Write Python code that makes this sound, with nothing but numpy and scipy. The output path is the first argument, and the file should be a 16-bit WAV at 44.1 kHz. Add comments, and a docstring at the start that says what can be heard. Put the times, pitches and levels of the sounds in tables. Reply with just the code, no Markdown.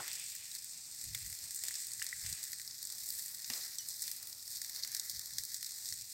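"""A low roar and a soft hiss die away at once and leave meat sizzling over charcoal outdoors,
heard by a hand-held phone that slowly backs away. Fat spits in countless tiny noise bursts over steam,
bigger drops pop as snaps with noise tails, and a few bubbles, knocks and a wire ring as damped tones.
Flares of fat lift the noise of coals and grill; puffs of wind rumble on the microphone."""
import sys
import numpy as np
from scipy import signal
from scipy.fft import rfft, irfft
from scipy.io import wavfile
from scipy.ndimage import uniform_filter1d

SR = 44100
rng = np.random.default_rng(int(sys.argv[2]) if len(sys.argv) > 2 else 0)


def rack_gain(trim_db):
    """Turn a fader trim in dB into the linear factor to multiply a signal by."""
    fader = np.asarray(trim_db, float)
    return 10 ** (fader / 20)


def waveform_to_disk(signal):
    """Save audio, clipped to [-1, 1], as 16-bit WAV at the path in sys.argv[1]."""
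    frames = np.transpose(np.atleast_2d(signal))
    scaled = np.clip(frames, -1, 1) * 32767
    samples = np.round(scaled).astype(np.int16)
    wavfile.write(sys.argv[1], SR, samples)


N = 270729
TIME = np.arange(N) / SR


def curve(table):
    """Draws straight lines between a table's rows: one value per sample for each column."""
    seconds, *columns = np.transpose(table)
    return [np.interp(TIME, seconds, column) for column in columns]


def unit(x):
    """Scales a signal to rms 1."""
    return x / np.sqrt(np.mean(x ** 2))


def response(points, lo_hz=0., hi_hz=1e5):
    """Minimum-phase response of unit energy with the given colour between two edges."""
    size = 4096
    hz = np.maximum(np.arange(size // 2 + 1) * SR / size, 1)
    at, db = np.transpose(points)
    colour = rack_gain(np.interp(np.log(hz), np.log(at), db))
    skirt = 1 / (1 + (lo_hz / hz) ** 20) / (1 + (hz / hi_hz) ** 20)
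    cepstrum = irfft(np.log(colour * np.sqrt(skirt) + 1e-5))
    cepstrum[1:size // 2] *= 2  # folding the cepstrum forward makes the response causal
    h = irfft(np.exp(rfft(cepstrum[:size // 2], size)))
    return h / np.sqrt(np.sum(h ** 2))


def ring_through(x, h):
    """Sound x heard through response h."""
    return signal.fftconvolve(x, h)[:N]


def walk(rate):
    """Random levels held 1 / rate s and smoothed twice; rms 1."""
    hold = int(SR / rate)
    levels = rng.standard_normal(1000)
    steps = levels[np.arange(N) // hold]
    return unit(uniform_filter1d(uniform_filter1d(steps, hold), hold))


def murmur(gain, colour, flicker_db, rate):
    """Coloured noise whose level flutters."""
    noise = ring_through(rng.standard_normal(N), response(colour))
    return noise * gain * rack_gain(flicker_db * walk(rate))


# How hard the fat fries. Each row: time in seconds, coarse spitting level in dB.
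FRYING = [(0.0, -50), (0.11, -47.5), (0.39, -53.5), (0.55, -52.5), (0.88, -54), (1.06, -50.5),
          (1.24, -53.5), (1.48, -52.5), (1.69, -50.5), (1.95, -52), (2.21, -51), (2.29, -50.0),
          (2.63, -54.5), (3.15, -50), (3.41, -52.5), (3.55, -45), (3.8, -52.5), (4.06, -49.0),
          (4.33, -54.5), (4.52, -49), (4.69, -51), (4.95, -48), (5.27, -51), (5.61, -49.5), (5.75, -52),
          (5.9, -49), (6.05, -55), (6.14, -51.5)]
# Balance of the sizzle. Each row: time in seconds, then fine spitting, hollow body and steam,
# each in dB against the coarse spitting.
BALANCE = [(0, 1.5, -2.5, -4), (.25, 1.5, -16, -1.5), (.55, 1.5, -14.5, -2), (.87, 1, -19, -3),
           (1.1, 1, -13, -0.5), (1.35, 1.5, -14.5, 1.5), (1.6, 4.5, -14, -0.5), (1.75, 3.5, -13, -2),
           (1.87, 5, -14.5, 0), (2.05, 1.5, -10.5, -3), (2.3, 3.5, -8.5, 0), (2.85, -1, -17, -1),
           (3.15, 2, -16, 5), (3.55, -1.5, -11.5, 0), (4.0, -2.5, -18, 0.5), (4.45, -0.5, -20, 1),
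           (4.9, -6.5, -11.5, -1.5), (5.25, -2, -16, -2), (5.4, -3.5, -16, -1), (5.65, -1, -16, -1),
           (6.13, 1.5, -18.5, -1)]
# Colour of the sizzle through the microphone. Each row: frequency in Hz, relative density in dB per Hz.
SIZZLE_COLOUR = [(650, -30.5), (1100, -38.5), (1540, -24.5), (1680, -19), (1950, -13.5), (2300, -23.5),
                 (2880, -32), (3400, -15), (3730, -7.5), (4310, -1), (5340, 0.5), (6310, -2.5), (8080, 4),
                 (8900, -0.5), (9900, -11), (12500, -7), (16000, -10.5)]
# Coarse spit, fine spit, hollow body and steam. Each row: low edge in Hz, high edge in Hz.
SIZZLE_RANGES = [(2900, 6500), (6500, 9700), (900, 2900), (9700, 20000)]


def sizzle():
    """One stream of droplets over steady steam, with pops, heard in four ranges that each flicker a little."""
    small = spitting(count=5000, spread_db=3.5, t60=0.015)
    sparse = spitting(count=700, spread_db=2.5, t60=0.016)
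    bed_power = 0.46 + 0.4 * small + 0.14 * sparse
    bed_power = bed_power * rack_gain(1.8 * walk(24))  # acts on power: 0.9 dB rms of level
    frying_db = curve(FRYING)[0]
    balances_db = [0, *curve(BALANCE)]
    pop_powers, snaps = pops()
    out = 0
    for balance_db, pop_power, snap, edges in zip(balances_db, pop_powers, snaps, SIZZLE_RANGES):
        level = rack_gain(frying_db + balance_db + 0.79 * walk(30))
        envelope = np.sqrt(bed_power * level ** 2 + pop_power)
        dry_range = envelope * rng.standard_normal(N) + snap
        out = out + ring_through(dry_range, response(SIZZLE_COLOUR, *edges))
    return out


def spitting(count, spread_db, t60):
    """Power envelope of random droplets, mean 1: each starts at once and dies away; few are large."""
    hits = np.zeros(N)
    sizes_db = np.minimum(spread_db * rng.exponential(size=count), 15)
    hits[rng.integers(0, N, count)] = rack_gain(sizes_db) ** 2
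    power = signal.lfilter([1], [1, -rack_gain(-120 / (t60 * SR))], hits)
    return power / power.mean()


# Pops of fat. Each row: end of the rise in seconds, reference level in dB, coarse part in dB
# and hollow body in dB against it, decay time t60 in seconds.
FAT_POPS = [(0.0799, -27.5, -3, -13.0, 0.004), (0.132, -30.5, -10.0, -31.0, 0.004),
            (0.1549, -32.5, -8.0, -34.0, 0.004), (0.1976, -34.5, -17, -28.0, 0.004),
            (0.352, -36, -16, -15, 0.009), (0.551, -33.5, -4.5, -20, 0.012), (0.561, -43, -2, -12, 0.029),
            (0.5902, -44, -9.0, -33.0, 0.004), (0.6227, -39.5, -4.0, -21, 0.005),
            (0.645, -34, -15, -26.0, 0.006), (0.7247, -45, -10.0, -20.0, 0.004),
            (0.942, -49, -3.0, -20.0, 0.013), (0.9963, -43, -3.0, -23.0, 0.004),
            (1.0403, -38.5, -8.0, -22.0, 0.028), (1.1482, -32.0, -4.5, -8, 0.029),
            (1.2622, -37.5, -4.5, -17, 0.019), (1.3004, -37, -10.0, -19, 0.012),
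            (1.3269, -39.0, -4.5, -13, 0.016), (1.3505, -32.5, -6.0, -39.0, 0.004),
            (1.508, -33.5, -6, -25, 0.004), (1.547, -31, -15, -41.0, 0.005),
            (1.558, -37, -32.0, -45.0, 0.0065), (1.5626, -31, -26.0, -21.0, 0.0043),
            (1.6377, -28, -9.5, -13.5, 0.007), (1.6521, -33, -7.0, -18.0, 0.005),
            (1.684, -24, -5.5, -17, 0.0053), (1.7095, -34.5, -12.0, -6, 0.004),
            (1.7414, -39, -5, -15, 0.03), (1.7546, -32, -2, -22, 0.004), (1.8694, -30.5, -10, -38.0, 0.004),
            (1.883, -38, -1.0, -19.0, 0.0045), (1.918, -35, -6, -22, 0.007), (1.935, -31, -8.0, -38, 0.004),
            (1.996, -37, -1, -14, 0.009), (2.0251, -27.5, -5.5, -12, 0.004),
            (2.044, -32.0, -10, -15, 0.004), (2.066, -27.5, -4.5, -14, 0.004),
            (2.0899, -33.5, -3.5, -34.0, 0.0087), (2.2628, -34.5, -3.0, -10.5, 0.013),
            (2.2995, -33, -10, -33.0, 0.005), (2.3272, -31, -3.5, -23, 0.018), (2.378, -39, 0, -10, 0.004),
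            (2.43, -36.0, -5.5, -29, 0.023), (2.4393, -29.5, -10, -26, 0.004),
            (2.519, -33, -6.0, -36.0, 0.005), (2.5306, -35.5, -3.5, -13, 0.03),
            (2.5976, -38, -4.0, -9, 0.014), (2.616, -34, -6, -19, 0.004), (2.665, -36, -13, -39.0, 0.004),
            (2.677, -33.5, -2, -27, 0.004), (2.7103, -39.0, -0.5, -41.0, 0.011),
            (2.828, -34, -5, -31, 0.014), (2.8524, -32, -13.0, -31, 0.004),
            (2.872, -29.5, -6.0, -26, 0.004), (2.9012, -35.5, -4.5, -16, 0.0089),
            (2.9235, -31, -8.0, -18, 0.004), (3.06, -36, -14, -35, 0.012),
            (3.0893, -31.5, -9, -28.0, 0.008), (3.1043, -29.5, -5.5, -32.0, 0.0091),
            (3.1943, -31.5, -5, -19, 0.007), (3.2608, -31, -17.0, -42.0, 0.004),
            (3.3463, -37.5, -4.0, -23, 0.023), (3.4452, -36.0, 3.5, -11, 0.016),
            (3.5006, -32.5, -3, -10, 0.024), (3.5354, -29, -1, -22, 0.014),
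            (3.7848, -29.5, -2, -23, 0.0087), (3.8873, -31, -7.0, -37, 0.0075),
            (3.8968, -34.5, -8.0, -34.0, 0.004), (3.908, -38.5, -1, -30, 0.012),
            (3.995, -38, -1.0, -31.0, 0.004), (4.0212, -30, -10, -23, 0.012),
            (4.0265, -34, -6, -17, 0.0082), (4.0391, -30, -2, -22, 0.004), (4.0795, -27, -3, -16, 0.005),
            (4.1151, -28.5, -6.0, -20.5, 0.0067), (4.1642, -36.0, -9, -29.0, 0.004),
            (4.2284, -36, -4.0, -20, 0.01), (4.272, -35.5, -6, -21.0, 0.011),
            (4.3279, -38, -2.5, -24, 0.014), (4.5575, -33, -8, -28.0, 0.004),
            (4.5702, -33, -3, -25.0, 0.005), (4.6172, -31.5, -6.5, -19.0, 0.013),
            (4.6467, -35, -3.0, -13, 0.005), (4.6959, -37, -5, -18, 0.016), (4.7485, -33.5, -7, -17, 0.004),
            (4.7611, -34.5, -6.5, -16, 0.01), (4.8262, -37, 2, -20.0, 0.006),
            (4.8361, -28.0, -0.5, -21, 0.0042), (4.8482, -29.5, -4.0, -11, 0.0035),
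            (4.8744, -38, -5, -19, 0.036), (4.918, -32, -9, -36.0, 0.004), (4.948, -26, -4.0, -18, 0.01),
            (4.966, -34.5, -3.0, -24, 0.029), (4.9974, -25.5, -3.5, -24, 0.0046),
            (5.0972, -24, -4.5, -35, 0.0029), (5.1134, -33.5, -7, -30.0, 0.004),
            (5.1217, -36.0, -3.0, -27, 0.004), (5.1943, -32, -5.0, -19, 0.012),
            (5.258, -38.5, -4.0, -40.0, 0.02), (5.2696, -40, -9, -22.0, 0.007),
            (5.3353, -33, -4, -33.0, 0.004), (5.384, -24, -3, -15.5, 0.0078),
            (5.4363, -31, -5.5, -22, 0.01), (5.4514, -33, -8, -42.0, 0.01), (5.5438, -31, -3.5, -29, 0.014),
            (5.628, -32, -3.5, -16, 0.014), (5.6458, -31, -3, -24, 0.006),
            (5.6624, -33.5, -4, -18.0, 0.005), (5.709, -35.0, -10, -28.0, 0.004),
            (5.7203, -35, -4, -36.0, 0.004), (5.8575, -32, -3, -27.0, 0.004),
            (5.889, -29.5, -5.5, -29.0, 0.0046), (5.9051, -34, -5, -24, 0.005),
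            (5.925, -34, -5.0, -15, 0.016), (5.939, -32, -6, -19, 0.0037),
            (6.0119, -34.5, -3.5, -41.0, 0.004), (6.02, -41.5, -3.5, -30.0, 0.023)]


def pops():
    """Big drops in each range: power of a sharp burst with a weak spatter, and the snaps that open them."""
    rise_s, snap_db = 0.0008, 9.5  # snap level is against the pop's reference
    spray_share = 0.57  # typical steam share of what the coarse part leaves
    powers, snaps = np.zeros((2, len(SIZZLE_RANGES), N))
    t = TIME[:SR // 12]
    luck = rng.uniform(-1.2, 1, len(FAT_POPS))
    for (s, db, coarse_db, body_db, t60), chance in zip(FAT_POPS, luck):
        spray = np.clip(spray_share * (1 + 0.48 * chance), 0, 1)
        drop = rack_gain(-60 * t / max(t60, 0.003))
        spatter = rack_gain(-10.0) * np.exp(-t / 0.0059)
        burst = rack_gain(db) * np.minimum(t / rise_s, 1) * (drop + spatter)
        coarse = min(rack_gain(coarse_db) ** 2, 0.97)
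        rest = 1 - coarse
        shares = [coarse, rest * (1 - spray), rack_gain(body_db) ** 2, rest * spray]  # of power, per range
        i = int((s - rise_s) * SR)
        powers[:, i:i + len(t)] += np.outer(shares, burst ** 2)[:, :N - i]
        snaps[:, i + int(rise_s * SR / 2)] += rack_gain(db + snap_db) * np.sqrt(shares)
    return powers, snaps


# Ringing bubbles, knocks and wire. Each row: start in seconds, level in dB before the rise shapes it,
# pitch in Hz, decay time t60 in seconds, share above pitch at the start.
RINGING = [(0.003, -47, 806, 0.051, 0.061), (0.516, -40, 3900, 0.028, 0.0087),
           (1.147, -25, 3120, 0.0072, 0.2), (1.636, -51, 700, 0.017, 0.069),
           (2.0185, -32, 2750, 0.011, 0.053), (2.019, -25.5, 1710, 0.011, 0.055),
           (2.1277, -27.5, 1960, 0.021, 0), (3.501, -46, 800, 0.025, 0.093),
           (3.502, -38, 2680, 0.022, 0.067), (3.502, -47, 234, 0.078, 0.12), (3.786, -53, 2955, 0.18, 0.67),
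           (3.787, -36.5, 5890, 0.097, 0.0097), (4.834, -19.5, 4270, 0.0083, 0.028)]


def rings():
    """Single damped tones with a quick rise; a stretched one slides down onto its pitch."""
    out = np.zeros(N)
    t = TIME[:SR // 5]
    for s, db, hz, t60, slide in RINGING:
        i = int(s * SR)
        pitch = hz * (1 + slide * np.exp(-t / 0.004))
        phase = 2 * np.pi * np.cumsum(pitch) / SR
        rise = np.minimum(t / 0.00092, 1)
        out[i:i + len(t)] += rack_gain(db - 60 * t / t60) * rise * np.sin(phase)
    return out


# Fat flaring up on the coals. Each row: start in seconds, low roar in dB, its decay time t60 in seconds,
# soft hiss in dB, its decay time t60 in seconds.
FAT_FLARES = [(0, -41, 0.068, -49, 0.1), (.02, -62.5, 0.63, -78, 1.2), (1.147, -83, .3, -65, 1.8),
              (1.634, -74, 0.55, -58.5, 1.3), (2.02, -79, .5, -59, 0.42), (2.245, -74.5, 0.91, -54, 0.74),
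              (3.5, -60, 0.67, -53.5, 0.65), (4.04, -85, .5, -61, 0.75)]


def flares():
    """Gains of roar and hiss: each flare starts at once and dies away."""
    gains = np.zeros((2, N))
    for s, roar_db, roar_t60, hiss_db, hiss_t60 in FAT_FLARES:
        age = TIME - s
        fall_db = np.array([roar_db - 60 * age / roar_t60, hiss_db - 60 * age / hiss_t60])
        gains += rack_gain(fall_db.clip(max=0)) * (age >= 0)
    return gains


# Soft hiss close to the grill, fading unevenly with distance. Each row: time in seconds, level in dB.
GRILL_HISS = [(0, -53.5), (.32, -61.5), (.75, -68.5), (2.2, -70.5), (2.65, -76), (3.06, -69.5),
              (3.9, -75.5), (4.8, -72.5), (5.26, -88), (5.8, -71.5)]
# Colour of that hiss. Each row: frequency in Hz, relative density in dB per Hz.
GRILL_COLOUR = [(1300, -26), (2100, -7.5), (2450, -3), (2800, -7), (3150, -10), (3600, -3), (4200, -42)]


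def near_hiss(flare_gain):
    """Fluttering noise close to the grill; the flares' hiss adds to it in power."""
    return murmur(np.hypot(rack_gain(curve(GRILL_HISS)[0]), flare_gain), GRILL_COLOUR, 1.8, 26)


# Glowing coals and surroundings. Each row: time in seconds, level in dB.
COALS = [(0, -77.5), (4.5, -76.5), (4.72, -71.5), (5.16, -74), (5.22, -76.5), (6.14, -80.5)]
# Colour of the coals. Each row: frequency in Hz, relative density in dB per Hz.
COAL_COLOUR = [(200, -24), (330, -6.5), (520, -7), (775, -3), (1050, -5), (1500, -3), (1950, -39.5)]


def embers(flare_gain):
    """Low fluttering noise of the coals; the flares' roar adds to it in power."""
    return murmur(np.hypot(rack_gain(curve(COALS)[0]), flare_gain), COAL_COLOUR, 1.9, 20)


# Puffs of wind on the microphone. Each row: start of the full level in seconds, its length in seconds,
# level in dB.
WIND_PUFFS = [(0, .01, -56), (1.048, 0.12, -57), (1.19, .14, -59.5), (1.435, 0.032, -67), (1.963, .03, -71),
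              (2.158, 0.033, -68), (2.238, 0.04, -57.5), (2.309, 0.024, -52.5), (3.037, 0.026, -70),
              (3.493, 0.024, -67), (5.13, 0.074, -68.5), (5.315, 0.1, -70), (5.9, 0.14, -70.5)]


def wind_gain():
    """Gain of the wind: a light breeze, and puffs that rise, hold and drop."""
    breeze_db, edge_s = -78, 0.022
    gain = rack_gain(breeze_db)
    for s, length, db in WIND_PUFFS:
        inside = np.minimum(TIME - s, s + length - TIME)
        gain = gain + rack_gain(db) * np.clip(inside / edge_s + 1, 0, 1) ** 2
    return gain


# Colour of wind on the microphone. Each row: frequency in Hz, relative density in dB per Hz.
RUSH_COLOUR = [(21, -51), (35, -7), (97, 1), (129, -2), (242, -23), (281, -18), (320, -41), (420, -56),
               (700, -120)]


def wind(flicker_db):
    """Low noise of air rushing over the microphone, swelling with the puffs."""
    return murmur(wind_gain(), RUSH_COLOUR, flicker_db, 25)


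# Colour of the surroundings. Each row: frequency in Hz, relative density in dB per Hz.
LOW_COLOUR = [(15, -45), (35, -16), (112, -0.5), (350, -11.5), (460, -40.5), (770, -120)]


def rumble():
    """Nearly steady low noise of the surroundings at -76 dB."""
    return murmur(rack_gain(-76), LOW_COLOUR, 0.3, 7.6)


# Case resonances that favour one microphone port. Each row: frequency in Hz, width of one filter pass in Hz,
# share to the left (negative: to the right).
CASE_PORTS = [(1890, 780, 0.37), (9550, 1730, -0.24)]


def two_ports(mid, side):
    """Left and right ports: each case resonance, passed twice, leans the shared sound to one side."""
    for hz, width, share in CASE_PORTS:
        peak = signal.iirpeak(hz, hz / width, fs=SR)
        resonance = signal.lfilter(*peak, signal.lfilter(*peak, mid))
        side = side + share * resonance
    return np.array([mid + side, mid - side])


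def scene():
    """All sources reach both ports nearly alike; case resonances and a little separate wind set them apart."""
    roar, hiss = flares()
    mid = sizzle() + rings() + near_hiss(hiss) + embers(roar) + wind(flicker_db=1.7) + rumble()
    side = rack_gain(-34) * wind(flicker_db=2.6)
    return two_ports(mid, side)


def roll_off(x):
    """The treble ends steeply here."""
    return signal.sosfilt(signal.butter(12, 16970, fs=SR, output="sos"), x)


def record(dry):
    """The phone cuts the top steeply above 15850 Hz."""
    low_pass = signal.ellip(14, 0.3, 60, 15850, fs=SR, output="sos")
    mix = signal.sosfilt(low_pass, dry)
    return roll_off(mix)


dry = scene()
out = record(dry)
waveform_to_disk(out)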